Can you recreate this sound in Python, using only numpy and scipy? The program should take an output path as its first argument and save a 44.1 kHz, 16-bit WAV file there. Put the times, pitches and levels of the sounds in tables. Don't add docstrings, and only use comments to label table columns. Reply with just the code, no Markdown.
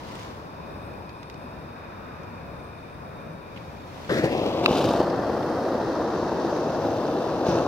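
import sys
import numpy as np
from scipy import signal
from scipy.fft import rfft, irfft, next_fast_len
from scipy.io import wavfile
from scipy.ndimage import map_coordinates

SR = 44100
rng = np.random.default_rng(int(sys.argv[2]) if len(sys.argv) > 2 else 0)


def inscribe(sig):
    pcm = np.round(np.clip(np.atleast_2d(sig).T, -1, 1) * 32767)
    wavfile.write(sys.argv[1], SR, pcm.astype(np.int16))


N = 338247
TIME = np.arange(N) / SR
FFT_SIZE = next_fast_len(N)
BIN_HZ = np.maximum(np.arange(FFT_SIZE // 2 + 1) * SR / FFT_SIZE, 1)

# (frequency [Hz], relative level [dB])
RUMBLE_COLOUR = [(15, -50), (30, -16), (70, -0.5), (110, -2), (160, -2), (230, -4.5), (400, -8.5),
                 (560, -5), (1000, -14), (1700, -17.5), (3100, -41), (4100, -40), (5200, -44), (7500, -48),
                 (16000, -43)]
WASH_COLOUR = [(150, -6), (320, 3.5), (700, -5), (1000, 7), (1300, -2), (1750, -14), (2100, -19),
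               (3100, -24.5), (5200, -17), (7000, -46), (16000, -49)]
FAR_HISS_COLOUR = [(700, -20), (1250, 6.5), (1750, -0.5), (2100, -7), (2800, -11), (3500, -33), (8000, -52)]
BOOM_COLOUR = [(50, -53), (110, 4), (170, 2), (280, -25), (1000, -70)]
RUSTLE_COLOUR = [(400, -32), (950, 6), (1400, -7.5), (1900, -2), (3000, -3.5), (4600, -7), (6000, -10.5),
                 (8000, -19), (16000, -26)]
TICK_COLOUR = [(1000, -6), (2000, 17.5), (3200, 9), (5000, 1), (8000, -8), (16000, -14)]
SIZZLE_COLOUR = [(3000, -16), (5300, 4.5), (6100, 5), (6900, -3.5), (7700, -45), (16000, -62)]
CRACKLE_COLOUR = [(2500, -14), (4500, 6), (7000, 3), (9000, -1.5), (12000, -5), (16000, -9)]
SPUTTER_COLOUR = [(500, -26), (1050, -14), (1450, -5), (2000, 6), (2450, 9.5), (3000, 8.5), (4000, 7),
                  (5200, 2), (6200, -1.5), (8000, -12.5), (16000, -17)]
JET_COLOUR = [(1500, -38), (2100, -8.5), (2650, 1.5), (3000, -7), (3300, -2), (3750, -5), (5200, -7),
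              (6200, -12.5), (7500, -22.5), (9500, -28), (13000, -49.5), (16000, -41)]
ROAR_COLOUR = [(20, -55), (40, -36), (70, -14.5), (135, -6), (210, -5), (290, -2), (335, 2), (385, -2.5),
               (420, -3.5), (495, 0), (580, -1.5), (660, -2.5), (820, -6.5), (1050, -8.5), (1500, -13.5),
               (1900, -14.5), (2100, -19), (4000, -49.5)]
# (frequency [Hz], likeness [-1 opposite to 1 the same])
OUTDOOR_LIKENESS = [(25, .1), (65, 0.79), (130, 1), (500, 0.41), (1000, 0.22), (2400, 0.26), (3200, -0.33),
                    (5000, 0.091), (16000, -0.17)]
TORCH_LIKENESS = [(40, 0.937), (200, 1), (700, 0.95), (1400, 0.91), (2200, 0.71), (2750, -0.017),
                  (3500, 0.45), (4500, 0.63), (8000, 0.13), (16000, 0)]
SPUTTER_LIKENESS = [(500, 0.72), (3000, 0.92), (5000, 0.66), (8000, 0.094)]
# (start [s], level [dB], rise [s], hold [s], fade [s])
FAR_HISS_SWELLS = [(1.0, -57, 0.54, 1.76, 0.3), (1.68, -58, 0.089, 0.41, 0.083)]
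BOOM_SWELLS = [(3.23, -41, 0.012, 0.037, 0.051), (4.235, -30.5, 0.0083, .02, .01),
               (4.845, -29, 0.012, .015, 0.02), (6.81, -39, 0.029, 0.08, 0.051),
               (7.48, -35, 0.0055, .012, .012)]
RUSTLE_SWELLS = [(-.1, -50, 0.19, 0.16, 0.11), (3.45, -62.5, 0.14, 0.33, .1),
                 (3.85, -47.5, 0.34, 0.062, .08)]
CRACKLE_SWELLS = [(4.092, -46, .03, 0.085, .01), (4.236, -42, .006, 0.022, 0.0088),
                  (4.75, -48.3, .03, 0.16, 0.085), (7.45, -52, .02, .02, .02)]

# (fade in at [s], fade out at [s], pitch [Hz], glide [Hz/s], width [Hz], level [dB], likeness [-1 to 1])
DRONES = [(.2, 3.76, 2470, -18, 240, -57.5, 0.76), (.15, 3.8, 3655, 7.5, 190, -64.3, .4),
          (1.6, 3.3, 5900, -1, 220, -79, 0), (1.8, 3.55, 160, -0.5, 30, -51, .9),
          (1.0, 1.9, 240, 0, 70, -53, .9)]
# (time [s], level before filtering [dB], pitch [Hz], time to fall 60 dB [s])
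TICKS = [(.120, -40, 7000, .025), (.154, -33, 7800, 0.033), (0.195, -35, 6900, .025),
         (.232, -37, 6700, .025), (1.093, -41.5, 4800, 0.035), (1.23, -37, 4900, .025),
         (1.2992, -34.5, 4900, 0.023), (1.342, -41, 5000, 0.027), (2.233, -45, 5600, .03),
         (3.562, -44, 2820, 0.065), (3.574, -43, 3000, 0.033), (4.047, -38, 2800, 0.017),
         (5.1, -36, 4900, .02), (5.429, -37, 3500, .02), (6.564, -37, 4500, 0.022)]

# (time [s], notch [Hz])
GROUND_NOTCH = [(4.1, 840), (4.28, 1200), (4.42, 1650), (4.8, 1950), (5.1, 2540), (5.7, 2510), (7.1, 2120)]
# (time [s], position [0 over the tray to 1 off to the left])
TORCH_POSITION = [(4.38, 1), (4.83, 0.073), (5.9, 0), (7.66, 0.36)]
# (start [s], end [s], pitch [Hz], width [Hz], depth [dB], how the pitch follows the notch [exponent])
TRAY_DIPS = [(4.6, 9.1, 2020, 250, -3, 0.57), (4.6, 7.9, 3350, 220, -8, 0.13),
             (4.6, 5.6, 4050, 400, -4.5, -0.39)]
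# (frequency [Hz], left minus right [dB])
HISS_BALANCE = [(2000, 0.5), (2700, 2), (4800, 0), (5350, 0), (5900, -11), (6700, -9), (7700, -1.5)]

# (pitch [Hz], width [Hz], idle level [dB], full-flame level [dB])
WHISTLES = [(8870, 300, -80.5, -78), (11520, 400, -84, -77), (14100, 480, -89, -80)]
# (start [s], hold [s], added part relative to the whistle [dB])
WHISTLE_CATCHES = [
    [(.594, 0.8, 2), (2.45, .5, 3), (4.15, .05, 4), (5.2, .25, 6), (6.8, .7, 2)],
    [(.85, .4, 1), (3.5, .8, 2), (5.1, 0.44, 2), (6.35, 0.98, 1)],
    [(4.1, .2, 5), (5.1, .3, 2), (6.65, .2, 7)],
]
# (time [s], relative level [dB])
SNAP_CLICKS = [(4.66, 10.5), (4.66078, 4), (4.6634, -4), (4.6654, -9)]
# (pitch [Hz], relative left [dB], relative right [dB], time to fall 60 dB [s])
SNAP_TONES = [(1150, 2, -5, 0.01), (2650, 3.5, 5, 0.0079), (3900, 3, -6, 0.0059), (4770, -4, -9, 0.012),
              (6700, -34, -17, 0.0043), (7700, -35, -36, 0.0054), (11500, -23, -25, 0.006),
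              (14800, -30, -23, .005)]
# (time [s], depth [dB], half width [s])
PUFFS = [(4.2415, -11, .0004), (4.2592, -10.5, 0.00037), (4.3528, -8.5, 0.00044), (4.4575, -11, 0.0005),
         (4.4645, -14, 0.00053), (4.683, -9.5, 0.00038), (4.7115, -9, 0.00053), (4.7507, -9.5, .00035),
         (4.8345, -13, 0.0005), (4.842, -11.5, 0.00026), (4.864, -22, 0.0012), (4.9085, -10, .00045),
         (4.939, -15, 0.00029), (4.953, -17, 0.0011), (5.0046, -5.5, 0.00037), (5.297, -13, 0.00041),
         (5.368, -12.5, .00035), (6.449, -11, 0.00044), (6.529, -15, 0.00047), (6.887, -12, 0.00041),
         (7.4678, -16, 0.00043), (7.4882, -11.5, 0.001), (7.4942, -16, 0.0008), (7.553, -12, 0.00053)]
# (time [s], level [dB])
SPURTS = [(4.125, -35), (4.143, -35), (4.183, -35), (4.249, -37), (4.752, -33), (4.77, -33), (4.781, -29),
          (4.795, -38), (4.841, -34), (4.857, -39), (4.889, -38), (4.91, -36), (4.972, -43), (5.002, -40),
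          (7.464, -43), (7.482, -37), (7.584, -37)]
# (start [s], added roar relative to calm [dB], sputter [dB], rise [s], hold [s], fade [s])
FLARES = [(4.075, -2.5, -37.5, 0.015, 0.11, 0.008), (4.23, 1.5, -35, 0.0056, 0.021, 0.0093),
          (4.277, -17, -40, 0.02, 0.32, 0.044), (4.45, -9, -59, 0.0074, 0.008, 0.0066),
          (4.624, -5, -33.5, 0.02, 0.012, 0.0096), (4.674, -4, -32, 0.014, 0.17, 0.026),
          (4.87, -8, -36, 0.015, 0.09, 0.06), (4.987, -6, -50, 0.0081, 0.0091, 0.016),
          (7.443, -2, -42, 0.025, 0.035, 0.031), (7.51, -8, -46, 0.024, 0.073, 0.114)]


def from_db(db):
    return 10 ** (np.asarray(db) / 20)


def unit_rms(x):
    return x / np.sqrt(np.mean(x ** 2) + 1e-20)


def over_time(points):
    return np.interp(TIME, *np.transpose(points))


def over_frequency(points):
    hz, value = np.transpose(points)
    return np.interp(np.log(BIN_HZ), np.log(hz), value)


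def ramp(start_s, length_s):
    return np.clip((TIME - start_s) / length_s, 0, 1)


def swell(start_s, db, rise_s, hold_s, fade_s):
    fading_s = np.maximum(TIME - start_s - rise_s - hold_s, 0)
    return from_db(db) * ramp(start_s, rise_s) * np.exp(-fading_s / fade_s)


def swells(rows):
    return sum(swell(*row) for row in rows)


def delayed(x, seconds):
    return map_coordinates(x, [np.arange(N) - seconds * SR], order=3)


def soften(x, hz, power=2):
    return irfft(rfft(x, FFT_SIZE) / (1 + (BIN_HZ / hz) ** power), FFT_SIZE)[..., :N]


def flutter(rate_hz, depth_db):
    wander = unit_rms(soften(rng.standard_normal(FFT_SIZE), rate_hz))
    return unit_rms(from_db(depth_db * wander))


def stereo(mid, side, likeness):
    return np.sqrt(1 + likeness) * mid + np.sqrt(1 - likeness) * side * [[1], [-1]]


def noise(colour, likeness):
    mid, side = rfft(rng.standard_normal((2, FFT_SIZE))) * from_db(over_frequency(colour))
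    alike = np.clip(over_frequency(likeness), -.99, .995)
    pair = irfft(stereo(mid, side, alike), FFT_SIZE)[:, :N]
    return pair / np.std(pair.mean(axis=0))


def narrow_noise(hz, width_hz, likeness=0):
    slow = soften(rng.standard_normal((2, 2, FFT_SIZE)), 0.57 * width_hz)
    phase = 2 * np.pi * np.cumsum(hz * np.ones(N)) / SR
    mid, side = slow[0] * np.cos(phase) + slow[1] * np.sin(phase)
    return unit_rms(stereo(mid, side, likeness))


def resonate(x, hz, width_hz):
    decay, angle = np.exp(-np.pi * width_hz / SR), 2 * np.pi * hz / SR
    gain = (1 - decay ** 2) / 2
    return signal.lfilter([gain, 0, -gain], [1, -2 * decay * np.cos(angle), decay ** 2], x)


def ring(clicks, hz, ring_s):
    decay, angle = from_db(-60 / (ring_s * SR)), 2 * np.pi * hz / SR
    return signal.lfilter([0, np.sin(angle)], [1, -2 * decay * np.cos(angle), decay ** 2], clicks)


def outdoors(rumble_db=-41.5, wash_db=-43.5, wash_fade_db_per_s=1.2, drone_fade_s=0.4):
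    rumble = noise(RUMBLE_COLOUR, OUTDOOR_LIKENESS) * flutter(rate_hz=1.9, depth_db=0.9)
    rumble *= from_db(rumble_db) + from_db(-56.5) * (1 - ramp(0, 1))
    left, right = noise(WASH_COLOUR, TORCH_LIKENESS) * from_db(wash_db - wash_fade_db_per_s * TIME)
    wash = np.array([left, delayed(right, seconds=.00031)])
    drones = 0
    for start, end, hz, glide, width, db, likeness in DRONES:
        present = ramp(start, drone_fade_s) - ramp(end, drone_fade_s)
        level = from_db(db) * present * flutter(rate_hz=4.6, depth_db=1.0)
        drones += level * narrow_noise(hz + glide * (TIME - start), width, likeness)
    return (rumble + wash + drones) * from_db([[1], [-1]])


def hoot(base_hz=368.6, left_lead_s=.0004):
    level = swell(1.5, -50, rise_s=0.5, hold_s=-0.5, fade_s=0.2)
    level *= flutter(rate_hz=8, depth_db=1.0)
    phase = 2 * np.pi * base_hz * (TIME - [[0], [left_lead_s]])
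    return level * (from_db([[2], [3]]) * np.sin(2 * phase) + from_db([[1], [-14]]) * np.sin(3 * phase))


def far_hiss():
    return swells(FAR_HISS_SWELLS) * noise(FAR_HISS_COLOUR, OUTDOOR_LIKENESS)


def booms():
    return swells(BOOM_SWELLS) * noise(BOOM_COLOUR, OUTDOOR_LIKENESS)


def handling(rest_db=-64.5):
    bottle = swells(RUSTLE_SWELLS[:1]) * flutter(rate_hz=780, depth_db=2.5)
    grip = (from_db(rest_db) + swells(RUSTLE_SWELLS[1:])) * flutter(rate_hz=180, depth_db=0.5)
    return noise(RUSTLE_COLOUR, OUTDOOR_LIKENESS) * (bottle + grip)


def ticks(wet_body_db=-9):
    grit = noise(TICK_COLOUR, OUTDOOR_LIKENESS)
    out = np.zeros((2, N))
    for start, db, hz, length_s in TICKS:
        span = slice(round(start * SR), round((start + length_s) * SR))
        burst = grit[:, span] * from_db(db - 60 * (TIME[span] - start) / length_s)
        out[:, span] += resonate(burst, hz, width_hz=1300) + from_db(wet_body_db) * burst
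    return out


def sizzle(flare, start_s=5, warm_up_s=1.5, flare_db=-48):
    heat = swell(start_s, -55.5, warm_up_s, hold_s=0.2, fade_s=1.3)
    heat += from_db(flare_db) * flare * ramp(start_s, warm_up_s)
    return heat * noise(SIZZLE_COLOUR, OUTDOOR_LIKENESS) * flutter(rate_hz=350, depth_db=4.0)


def tray_reflections(pair, home_notch_hz=2240, fade_s=0.059, frame_size=1024):
    hz, times, frames = signal.stft(pair, SR, nperseg=frame_size, boundary="even")
    notch_ratio = np.interp(times, *np.transpose(GROUND_NOTCH)) / home_notch_hz
    dips_db = 0
    for start, end, centre_hz, width_hz, depth_db, follows in TRAY_DIPS:
        present = np.clip(np.minimum(times - start, end - times) / fade_s, 0, 1)
        away_hz = hz[:, None] - centre_hz * notch_ratio ** follows
        dips_db += depth_db * present * np.exp(-(2 * away_hz / width_hz) ** 2)
    balance = from_db(np.interp(hz, *np.transpose(HISS_BALANCE)) * [[.5], [-.5]])
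    balance /= np.sqrt(np.mean(balance ** 2, axis=0))
    shaped = frames * balance[:, :, None] * from_db(dips_db)
    return signal.istft(shaped, SR, nperseg=frame_size)[1][:, :N]


def ground_echo(pair, bounce=0.75, dull_hz=3100):
    late_s = .5 / over_time(GROUND_NOTCH)
    echo = np.array([delayed(side, late_s) for side in soften(pair, dull_hz, power=4)])
    return (pair + bounce * echo) / (1 + bounce)


def swing(pair, left_lead_s=.00017, aside_pan_db=2.4, tray_pan_db=0.7):
    left, right = pair
    aside = over_time(TORCH_POSITION)
    pan_db = aside_pan_db * aside + tray_pan_db * (1 - aside)
    return np.array([left, delayed(right, left_lead_s * aside)]) * from_db(pan_db * [[.5], [-.5]])


def flame_on():
    return ramp(start_s=4.09, length_s=.006)


def whistles(catch_fade_s=0.18):
    out = 0
    for (hz, width, idle_db, full_db), catches in zip(WHISTLES, WHISTLE_CATCHES):
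        caught = sum(swell(start, db, catch_fade_s, hold, catch_fade_s) for start, hold, db in catches)
        level = from_db(idle_db + (full_db - idle_db) * flame_on()) * (1 + caught)
        out += level * narrow_noise(hz, width) * flutter(rate_hz=9, depth_db=1.5)
    return out


def snap(ring_gain=1.2, low_cut_hz=800, crack_db=-26, crack_s=0.014):
    clicks = np.full(N, 1e-18)
    for time, db in SNAP_CLICKS:
        clicks[round(time * SR)] += from_db(db)
    tones = 0
    for k, (hz, left_db, right_db, ring_s) in enumerate(SNAP_TONES):
        sign = 1 if k % 2 else -1
        tones += sign * from_db([[left_db], [right_db]]) * ring(clicks, hz, ring_s)
    left, right = signal.sosfilt(signal.butter(2, low_cut_hz, "high", fs=SR, output="sos"), tones)
    ringing = np.array([delayed(left, seconds=.00013), right])
    age = TIME - SNAP_CLICKS[0][0]
    crack_level = (age > 0) * from_db(crack_db - 60 * np.clip(age / crack_s, 0, 2))
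    crack = crack_level * noise(TICK_COLOUR, TORCH_LIKENESS)
    return ring_gain * ringing / np.abs(ringing).max() + crack


def puffs():
    out = np.zeros(N)
    for time, db, width_s in PUFFS:
        near = np.abs(TIME - time) < 10 * width_s
        offset = (TIME[near] - time) / width_s
        out[near] -= from_db(db) * (1 - offset ** 2) * np.exp(-offset ** 2 / 2)
    return out


def lulls(depth_db=-5, early_s=0.0064, width_s=0.0028):
    offsets = ((TIME - time + early_s) / width_s for time, *_ in PUFFS)
    dips = sum(np.exp(-np.minimum(offset ** 2, 20)) for offset in offsets)
    return from_db(depth_db * dips)


def sputter(spurt_crackle_db=-16):
    level = sum(swell(start, db, *shape) for start, _, db, *shape in FLARES)
    level *= flutter(rate_hz=204, depth_db=2.5)
    spurts = sum(swell(start, db, rise_s=.001, hold_s=.0015, fade_s=.0023) for start, db in SPURTS)
    crackle = noise(CRACKLE_COLOUR, SPUTTER_LIKENESS) * flutter(rate_hz=850, depth_db=5.5)
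    crackle *= swells(CRACKLE_SWELLS) + from_db(spurt_crackle_db) * spurts
    return (level + spurts) * noise(SPUTTER_COLOUR, SPUTTER_LIKENESS) + crackle


def torch(flare, roar_db=-24.5, jet_db=-43.5, jet_swell=0.48):
    swirl = flutter(rate_hz=110, depth_db=0.86)
    roar = noise(ROAR_COLOUR, TORCH_LIKENESS) * from_db(roar_db) * (1 + flare) * lulls()
    jet = noise(JET_COLOUR, TORCH_LIKENESS) * from_db(jet_db) * (1 + jet_swell * flare)
    jet *= flutter(rate_hz=400, depth_db=1.2)
    return flame_on() * (swirl * (roar + jet + sputter()) + puffs())


def scene():
    background = outdoors() + hoot() + far_hiss() + booms()
    small_sounds = handling() + ticks()
    flare = sum(swell(start, db, *shape) for start, db, _, *shape in FLARES)
    flame = swing(ground_echo(torch(flare)))
    cooking = tray_reflections(flame + sizzle(flare))
    return background + small_sounds + cooking + whistles() + snap()


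def record(dry, ceiling=.97, cutoff_hz=15850):
    rounded = dry / (1 + (dry / ceiling) ** 6) ** (1 / 6)
    return signal.sosfilt(signal.ellip(12, .1, 80, cutoff_hz, fs=SR, output="sos"), rounded)


dry = scene()
out = record(dry)
inscribe(out)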